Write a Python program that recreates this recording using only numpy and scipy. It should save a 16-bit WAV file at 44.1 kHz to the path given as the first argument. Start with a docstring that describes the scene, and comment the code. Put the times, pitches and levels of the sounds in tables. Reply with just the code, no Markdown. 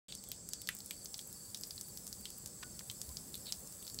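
"""Engine ticking among crickets

A switched-off engine on a stand outdoors ticks and drips unevenly, with short sizzles and a scuff.
Each click rings a damped part and the metal around it; the slab and the shed wall throw it back.
Crickets chirp and trill in the field behind, two katydids rasp their wings in the high treble,
and a faint low rumble lies under it all."""
import sys
import numpy as np
from scipy import signal
from scipy.io import wavfile
from scipy.ndimage import uniform_filter1d

SR = 44100
rng = np.random.default_rng(int(sys.argv[2]) if len(sys.argv) > 2 else 0)


def digitize_waveform(pressure):
    """Quantize a signal to 16-bit integers and store it at the path in sys.argv[1].

    Rows of a 2-D input are taken as channels; values are limited to [-1, 1].
    """
    field = np.atleast_2d(pressure).T
    bounded = np.clip(field, -1, 1)
    quanta = np.round(bounded * 32767).astype(np.int16)
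    wavfile.write(sys.argv[1], SR, quanta)


N = 176400
T = np.arange(N) / SR


def amp(db):
    """Decibels to gain."""
    return 10 ** (np.asarray(db) / 20)


def unit(x):
    """Scales to rms 1."""
    return x / np.sqrt(np.mean(x ** 2) + 1e-20)


def fader(points):
    """Gain over time from (time_s, level_db) points."""
    return amp(np.interp(T, *np.transpose(points)))


def add(mix, start_s, sound):
    """Mixes a sound in at a time."""
    part = mix[max(round(start_s * SR), 0):][:len(sound)]
    part += sound[:len(part)]


def highpass(x, hz):
    """Second-order low cut."""
    return signal.lfilter(*signal.butter(2, hz, "high", fs=SR), x)


def wander(size, smooth_samples):
    """Smooth random movement at rms 1."""
    return unit(uniform_filter1d(rng.standard_normal(size), smooth_samples))


def band_noise(hz, width_hz, size):
    """Noise in a resonance that follows hz."""
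    noise = rng.standard_normal(size) + 1j * rng.standard_normal(size)
    pole = np.exp(-np.pi * width_hz / SR)
    flutter = signal.lfilter([1], [1, -2 * pole, pole * pole], noise)
    carrier = np.exp(2j * np.pi * np.cumsum(hz * np.ones(size)) / SR)
    return unit((flutter * carrier).real)


def arch(length_s):
    """Time axis and a rounded swell of that length."""
    t = np.arange(0, length_s, 1 / SR)
    return t, np.sin(np.pi * t / length_s)


def wash(spectrum, patch_db):
    """Noise of a given spectrum with small drifting patches, at rms 1."""
    hz = np.fft.rfftfreq(1024, 1 / SR)
    real, imag, patches = rng.standard_normal((3, len(hz), N // 256 + 5))
    patches = unit(uniform_filter1d(uniform_filter1d(patches, 10, axis=0), 10, axis=1))
    points_hz, points_db = np.transpose(spectrum)
    shape_db = np.interp(np.log(hz + 1), np.log(points_hz), points_db)[:, None]
    frames = (real + 1j * imag) * amp(shape_db + patch_db * patches)
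    return unit(signal.istft(frames, nperseg=1024, noverlap=768)[1][:N])


def wing_cycle(rate_hz, jitter=0.017):
    """Slightly unsteady wing motion, from -1 to 1."""
    return np.cos(2 * np.pi * np.cumsum(rate_hz * (1 + jitter * wander(N, 4000))) / SR)


# Tone of the rumble: freq_hz, relative_db
RUMBLE_SPECTRUM = [(20, -44), (33, -12.5), (50, 6.5), (75, -0.5), (130, -0.5), (200, -1), (270, -7.5),
                   (480, -9.5), (700, -15.5), (1000, -19), (1600, -21.5), (2500, -29.5), (6000, -27)]
# Its fader ride: time_s, level_db
RUMBLE_RIDE = [(0, -59.5), (1, -59), (2, -58.5), (3.1, -57.5), (3.8, -56.5), (4, -59)]
def rumble():
    """A faint low bed that swells a little."""
    return fader(RUMBLE_RIDE) * wash(RUMBLE_SPECTRUM, patch_db=1.5)


# Tone of the insect bed: freq_hz, relative_db
CHORUS_SPECTRUM = [(2000, -30), (2900, -28.5), (3500, -13), (3950, -16), (4600, -2), (5000, -4),
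                   (5650, -7.5), (6400, -1.5), (6850, -3.5), (7600, 5), (8700, -3), (9400, -5),
                   (10400, -14), (13000, -20), (16000, -11.5)]
def insect_chorus():
    """Distant insects blur into a soft shimmer."""
    return amp(-56) * wash(CHORUS_SPECTRUM, patch_db=1.76)


# Bands of the hum: pitch_hz, width_hz, level_db
HUM_BANDS = [(197.1, 27, -69.5), (556, 11.4, -82.5), (780, 16, -89)]
def hum():
    """A faint, wavering hum far away."""
    return sum(amp(db) * band_noise(hz, width, N) for hz, width, db in HUM_BANDS)


# Tone of the wing rasp: freq_hz, relative_db
RASP_SPECTRUM = [(5000, -20), (8000, -16), (9200, -0.5), (9900, -1.5), (10500, -4.5), (11600, -2),
                 (13000, -6), (14300, -9.5), (15500, -2)]
# Fader rides of the slower and the faster katydid: time_s, level_db
SLOW_KATYDID_RIDE = [(.5, -83), (.85, -57), (1.6, -57.5), (2.1, -57.5), (2.3, -63), (4, -58)]
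FAST_KATYDID_RIDE = [(.9, -77), (1.2, -63), (1.9, -56), (2.4, -60.5), (2.6, -61), (3.05, -53.5), (4, -57)]
def katydids(sharpness=0.58, spread_db=1):
    """Each wing stroke is a puff of very high rasp, some stronger than others."""
    out = np.zeros(N)
    for rate_hz, ride in (92, SLOW_KATYDID_RIDE), (96, FAST_KATYDID_RIDE):
        uneven = amp(spread_db * wander(N, 500))
        rasp = wash(RASP_SPECTRUM, patch_db=2.0)
        strokes = np.exp(sharpness * wing_cycle(rate_hz))
        out += fader(ride) * unit(rasp * uneven * strokes)
    return out


# One trill per cricket: pitch_hz, width_hz, level_db, strokes_per_s
GROUND_TRILLS = [(7430, 120, -65.5, 33), (7890, 123, -62.5, 24), (8020, 110, -69.5, 53),
                 (8410, 120, -65, 58)]
def ground_crickets(depth=0.36):
    """Unbroken trills that pulse with the wings."""
    return sum(amp(db) * unit(band_noise(hz, width, N) * (1 + depth * wing_cycle(rate)))
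               for hz, width, db, rate in GROUND_TRILLS)


def far_cricket(offset_s=0.354, period_s=0.235, chirp_s=0.085):
    """Quick, even chirps, each one soft swell."""
    progress = (T - offset_s) % period_s / chirp_s
    swell = np.sin(np.pi * np.minimum(progress, 1))
    return amp(-64.5) * swell * band_noise(hz=5300, width_hz=150, size=N)


# Chirps of the near cricket: start_s, level_db
NEAR_CHIRPS = [(0.048, -56), (.502, -57), (0.919, -56.5), (1.35, -57), (1.753, -58.5), (2.18, -58),
               (2.607, -62), (3.029, -66), (3.79, -60)]
def near_cricket(strokes=4, period_s=0.042, stroke_s=0.0336, pitch_hz=4594, sag_hz_per_s=9200):
    """Each chirp is a run of wing strokes, each falling in pitch."""
    out = np.zeros(N)
    t, swell = arch(stroke_s)
    hz = pitch_hz - sag_hz_per_s * (t - stroke_s / 2)
    tone = np.sin(2 * np.pi * np.cumsum(hz) / SR)
    for start_s, db in NEAR_CHIRPS:
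        for k in range(strokes):
            rasp = 0.28 * band_noise(hz, 250, len(t))
            add(out, start_s + k * period_s, amp(db) * swell * (tone + rasp))
    return out


# Dull bumps: start_s, length_s, pitch_hz, level_db
BUMPS = [(2.87, 0.055, 117, -52), (3.066, 0.061, 69, -47.5), (3.095, 0.023, 1010, -61)]
def bumps():
    """Each bump is one soft swell of a sine."""
    out = np.zeros(N)
    for start_s, length_s, hz, db in BUMPS:
        t, swell = arch(length_s)
        add(out, start_s, amp(db) * swell * np.sin(2 * np.pi * hz * t))
    return out


# Modes of the hollow thing: pitch_hz, relative_db, t60_s
HOLLOW_MODES = [(1210, 4, .05), (1473, 2, 0.13), (1840, 9, 0.034), (2570, -1, 0.044), (3390, -13, .03)]
def scuff(start_s=2.626, length_s=0.013, grit_db=-47, ring_db=-50):
    """A gritty scuff rings something hollow."""
    out = np.zeros(N)
    t, swell = arch(length_s)
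    noise = signal.lfilter(*signal.butter(2, 6000, fs=SR), rng.standard_normal(len(t)))
    add(out, start_s, amp(grit_db) * unit(swell * highpass(noise, 1000)))
    t = np.arange(SR // 4) / SR
    ring = sum(amp(db - 60 * t / t60) * np.sin(2 * np.pi * (hz * t + rng.random()))
               for hz, db, t60 in HOLLOW_MODES)
    attack = np.minimum(2 * t / length_s, 1)
    add(out, start_s, amp(ring_db) * attack * ring)
    return out


# Sizzles on the engine, and last a soft low tick played the same way: start_s, length_s, level_db, from_hz,
# to_hz, width_hz
SIZZLE_CUES = [(.07, .045, -53.5, 4100, 3100, 1300), (0.246, 0.094, -70, 3670, 3100, 300),
               (3.45, 0.067, -50, 4550, 3800, 1050), (3.476, 0.039, -63, 3500, 2600, 710),
               (2.802, .012, -57.5, 1700, 1680, 1300)]
def sizzles(grain=0.4):
    """Short spitting fizzes that fall in pitch; the last row is a brief soft low tick."""
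    out = np.zeros(N)
    for start_s, length_s, db, from_hz, to_hz, width_hz in SIZZLE_CUES:
        t, swell = arch(length_s)
        spits = np.exp(grain * wander(len(t), 100))
        fizz = band_noise(np.linspace(from_hz, to_hz, len(t)), width_hz, len(t))
        add(out, start_s, amp(db) * np.sqrt(swell) * unit(spits * fizz))
    return out


# Clear notes after some of the drips: start_s, pitch_hz, level_db
DRIP_NOTES = [(.1238, 3460, -39), (0.318, 3180, -50), (.6893, 2000, -32), (0.9091, 3310, -43),
              (0.9103, 2440, -46), (1.191, 3330, -41.5), (1.5464, 3850, -40), (1.7088, 4930, -53),
              (1.7792, 4040, -44), (2.2562, 3160, -40.5), (2.8993, 3120, -40.5), (3.343, 3550, -44)]
def drip_plinks(rise_s=0.00091, t60_s=0.028):
    """Each note is one quickly dying resonance."""
    out = np.zeros(N)
    t = np.arange(SR // 10) / SR
    for start_s, hz, db in DRIP_NOTES:
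        envelope = np.minimum(t / rise_s, 1) * amp(db - 60 * t / t60_s)
        add(out, start_s, envelope * np.sin(2 * np.pi * hz * t))
    return out


# Slaps off the slab and the shed wall: delay_s, gain_db
SLAPS = [(.0022, -11), (.0046, -14.5)]
def yard_echoes(t, top_hz=7700):
    """Impulse response of the yard: two slaps, their timing loosened, and two diffuse tails."""
    out = np.zeros(len(t))
    for delay_s, db in SLAPS:
        add(out, delay_s * rng.uniform(0.98, 1.1), amp([db]))
    for db, t60 in (-6, 0.015), (-6.5, 0.15):  # close scatter, then the whole yard
        tail = rng.standard_normal(len(t)) * amp(-60 * t / t60) * (t > .0004)
        out += amp(db) * signal.lfilter(*signal.butter(1, top_hz, fs=SR), tail / np.linalg.norm(tail))
    return out


# Modes of the engine's metal: pitch_hz, relative_db, t60_s
METAL_MODES = [(1620, -35, .14), (2000, -19, 0.093), (2350, -22, 0.2), (3050, -25.5, 0.3),
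               (3404, -17, 0.13), (4185, -32, .04), (5070, -37, 0.024)]
def metal_ring(t, send_db=-9.5, detune=0.024):
    """Impulse response of the metal that rings on, tuned a little differently for each tick."""
    out = np.zeros(len(t))
    for hz, db, t60 in METAL_MODES:
        detuned_hz = hz * (1 + detune * rng.uniform(-1.07, 1))
        mode = amp(-60 * t / t60) * np.cos(2 * np.pi * detuned_hz * t)
        out += amp(send_db + db) * mode / np.linalg.norm(mode)
    return out


def tick(ring_db, hz, q, snap_db, snap_hz=8100, snap_s=0.00032, block_hz=1160, block_db=-24):
    """A click rings one heavily damped part, knocks the block, stirs the metal and echoes in the yard."""
    t = np.arange(SR // 8) / SR
    click = 1. * (t == 0)
    ring = signal.lfilter(*signal.iirpeak(hz, max(q, 1), SR), click)
    ring = highpass(highpass(ring, 0.72 * hz), 0.54 * hz)  # thin it below its pitch
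    knock = signal.lfilter(*signal.iirpeak(block_hz, 1, SR), click)
    body = unit(ring) + amp(block_db) * unit(knock)
    snap = highpass(rng.standard_normal(len(t)) * np.exp(-t / snap_s), snap_hz)
    direct = (amp(ring_db) * body + amp(snap_db) * unit(snap)) / np.sqrt(len(t))
    return signal.fftconvolve(direct, click + yard_echoes(t) + metal_ring(t))[:len(t)]


# Foreground ticks and drips: start_s, ring_db, pitch_hz, sharpness_q, snap_db
TICK_CUES = [(0.1238, -20.5, 3660, 3.7, -51), (0.1518, -24, 5800, 1.8, -27),
             (0.2391, -31.5, 4260, 0.98, -26), (0.3173, -18.5, 3950, 0.82, -14.5),
             (0.4896, -20, 7600, 0.99, -48), (0.5345, -13, 5670, 1.6, -48), (0.6176, -28, 4380, 9.0, -19.5),
             (0.6734, -22, 4340, 3.2, -23), (0.6894, -11.5, 1880, 1.1, -16),
             (0.7505, -26.5, 14350, 7.4, -23), (0.7879, -32, 5320, 7.5, -25),
             (0.8046, -24.5, 4670, 5.7, -26), (0.8609, -34, 5910, 7.0, -21), (0.9093, -19, 2830, 0.98, -19),
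             (1.047, -25, 14500, 6.9, -28), (1.0578, -21, 5370, 3.8, -29), (1.1429, -18, 4810, 2.9, -53),
             (1.1921, -21.5, 4300, 1.5, -33), (1.2133, -31.5, 4760, 5.4, -24.5),
             (1.2743, -26, 11670, 8.8, -45), (1.328, -37, 5080, 2.6, -20.5),
             (1.5465, -18.5, 4460, 1.9, -17), (1.6113, -32, 14500, 9.0, -23.5),
             (1.6356, -17, 5040, 4.7, -41), (1.6714, -23, 14600, 9.0, -29), (1.7085, -20, 4740, 10, -25),
             (1.7609, -28, 9020, 7.3, -36), (1.7794, -24.5, 4570, 6.3, -34),
             (1.8117, -18.5, 6700, 1.8, -45), (1.885, -36, 5020, 6.3, -25), (1.974, -22.5, 5430, 3.3, -24),
             (2.0685, -21, 6800, 0.89, -45), (2.0776, -23.5, 6570, 2.3, -29),
             (2.1281, -20.5, 5040, 4.7, -21), (2.2102, -28, 11850, 3.5, -31),
             (2.2553, -20.5, 3500, 2.2, -30), (2.3037, -27.5, 5690, 1.5, -23),
             (2.3842, -24.5, 14500, 6.5, -45), (2.4603, -19, 6300, 1.2, -45),
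             (2.7929, -20.5, 5010, 1.4, -26), (2.8992, -19, 3770, 2.3, -35), (2.9137, -31, 3710, 1.2, -21),
             (3.0159, -16, 6070, 1.3, -45), (3.17, -17.5, 5070, 4.27, -39),
             (3.343, -20.5, 4050, 5.7, -23.5), (3.354, -24.5, 4300, 8.4, -17),
             (3.4667, -34, 4280, 9.0, -24), (3.5234, -11.5, 5030, 2.3, -43), (3.8265, -35, 3510, 2.5, -24),
             (3.8497, -36, 4460, 5.5, -29), (3.8784, -23, 4575, 5.8, -29), (3.8997, -28, 4500, 11, -40),
             (3.9448, -24.5, 6300, 1.8, -22), (3.9886, -17, 4450, 4.6, -43)]
def engine_ticks(faint_per_s=6.8):
    """The clear ticks, with a random sprinkle of faint ones."""
    out = np.zeros(N)
    for start_s, *voice in TICK_CUES:
        add(out, start_s, tick(*voice))
    for when, softness, pitch in rng.random((round(faint_per_s * N / SR), 3)):
        db = -26.5 - 13 * softness
        add(out, when * N / SR, tick(db, hz=4000 + 5000 * pitch, q=1.8, snap_db=db))
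    return out


def scene():
    """Mono mix: the distant bed, the insects, and the engine up front."""
    bed = rumble() + insect_chorus() + hum()
    insects = katydids() + ground_crickets() + far_cricket() + near_cricket()
    foreground = bumps() + scuff() + sizzles() + drip_plinks() + engine_ticks()
    return (bed + insects + foreground)[None]


def record(dry, low_hz=34, top_hz=15800, start_s=0.0835):
    """The microphone thins the deep bass; the sound opens after a brief silence, its top cut steeply."""
    sound = highpass(highpass(dry, low_hz), low_hz) * (T >= start_s)
    high_cut = signal.firwin(401, top_hz, window=("kaiser", 8), fs=SR)
    return signal.oaconvolve(sound, high_cut[None], "same")


dry = scene()
out = record(dry)
digitize_waveform(out)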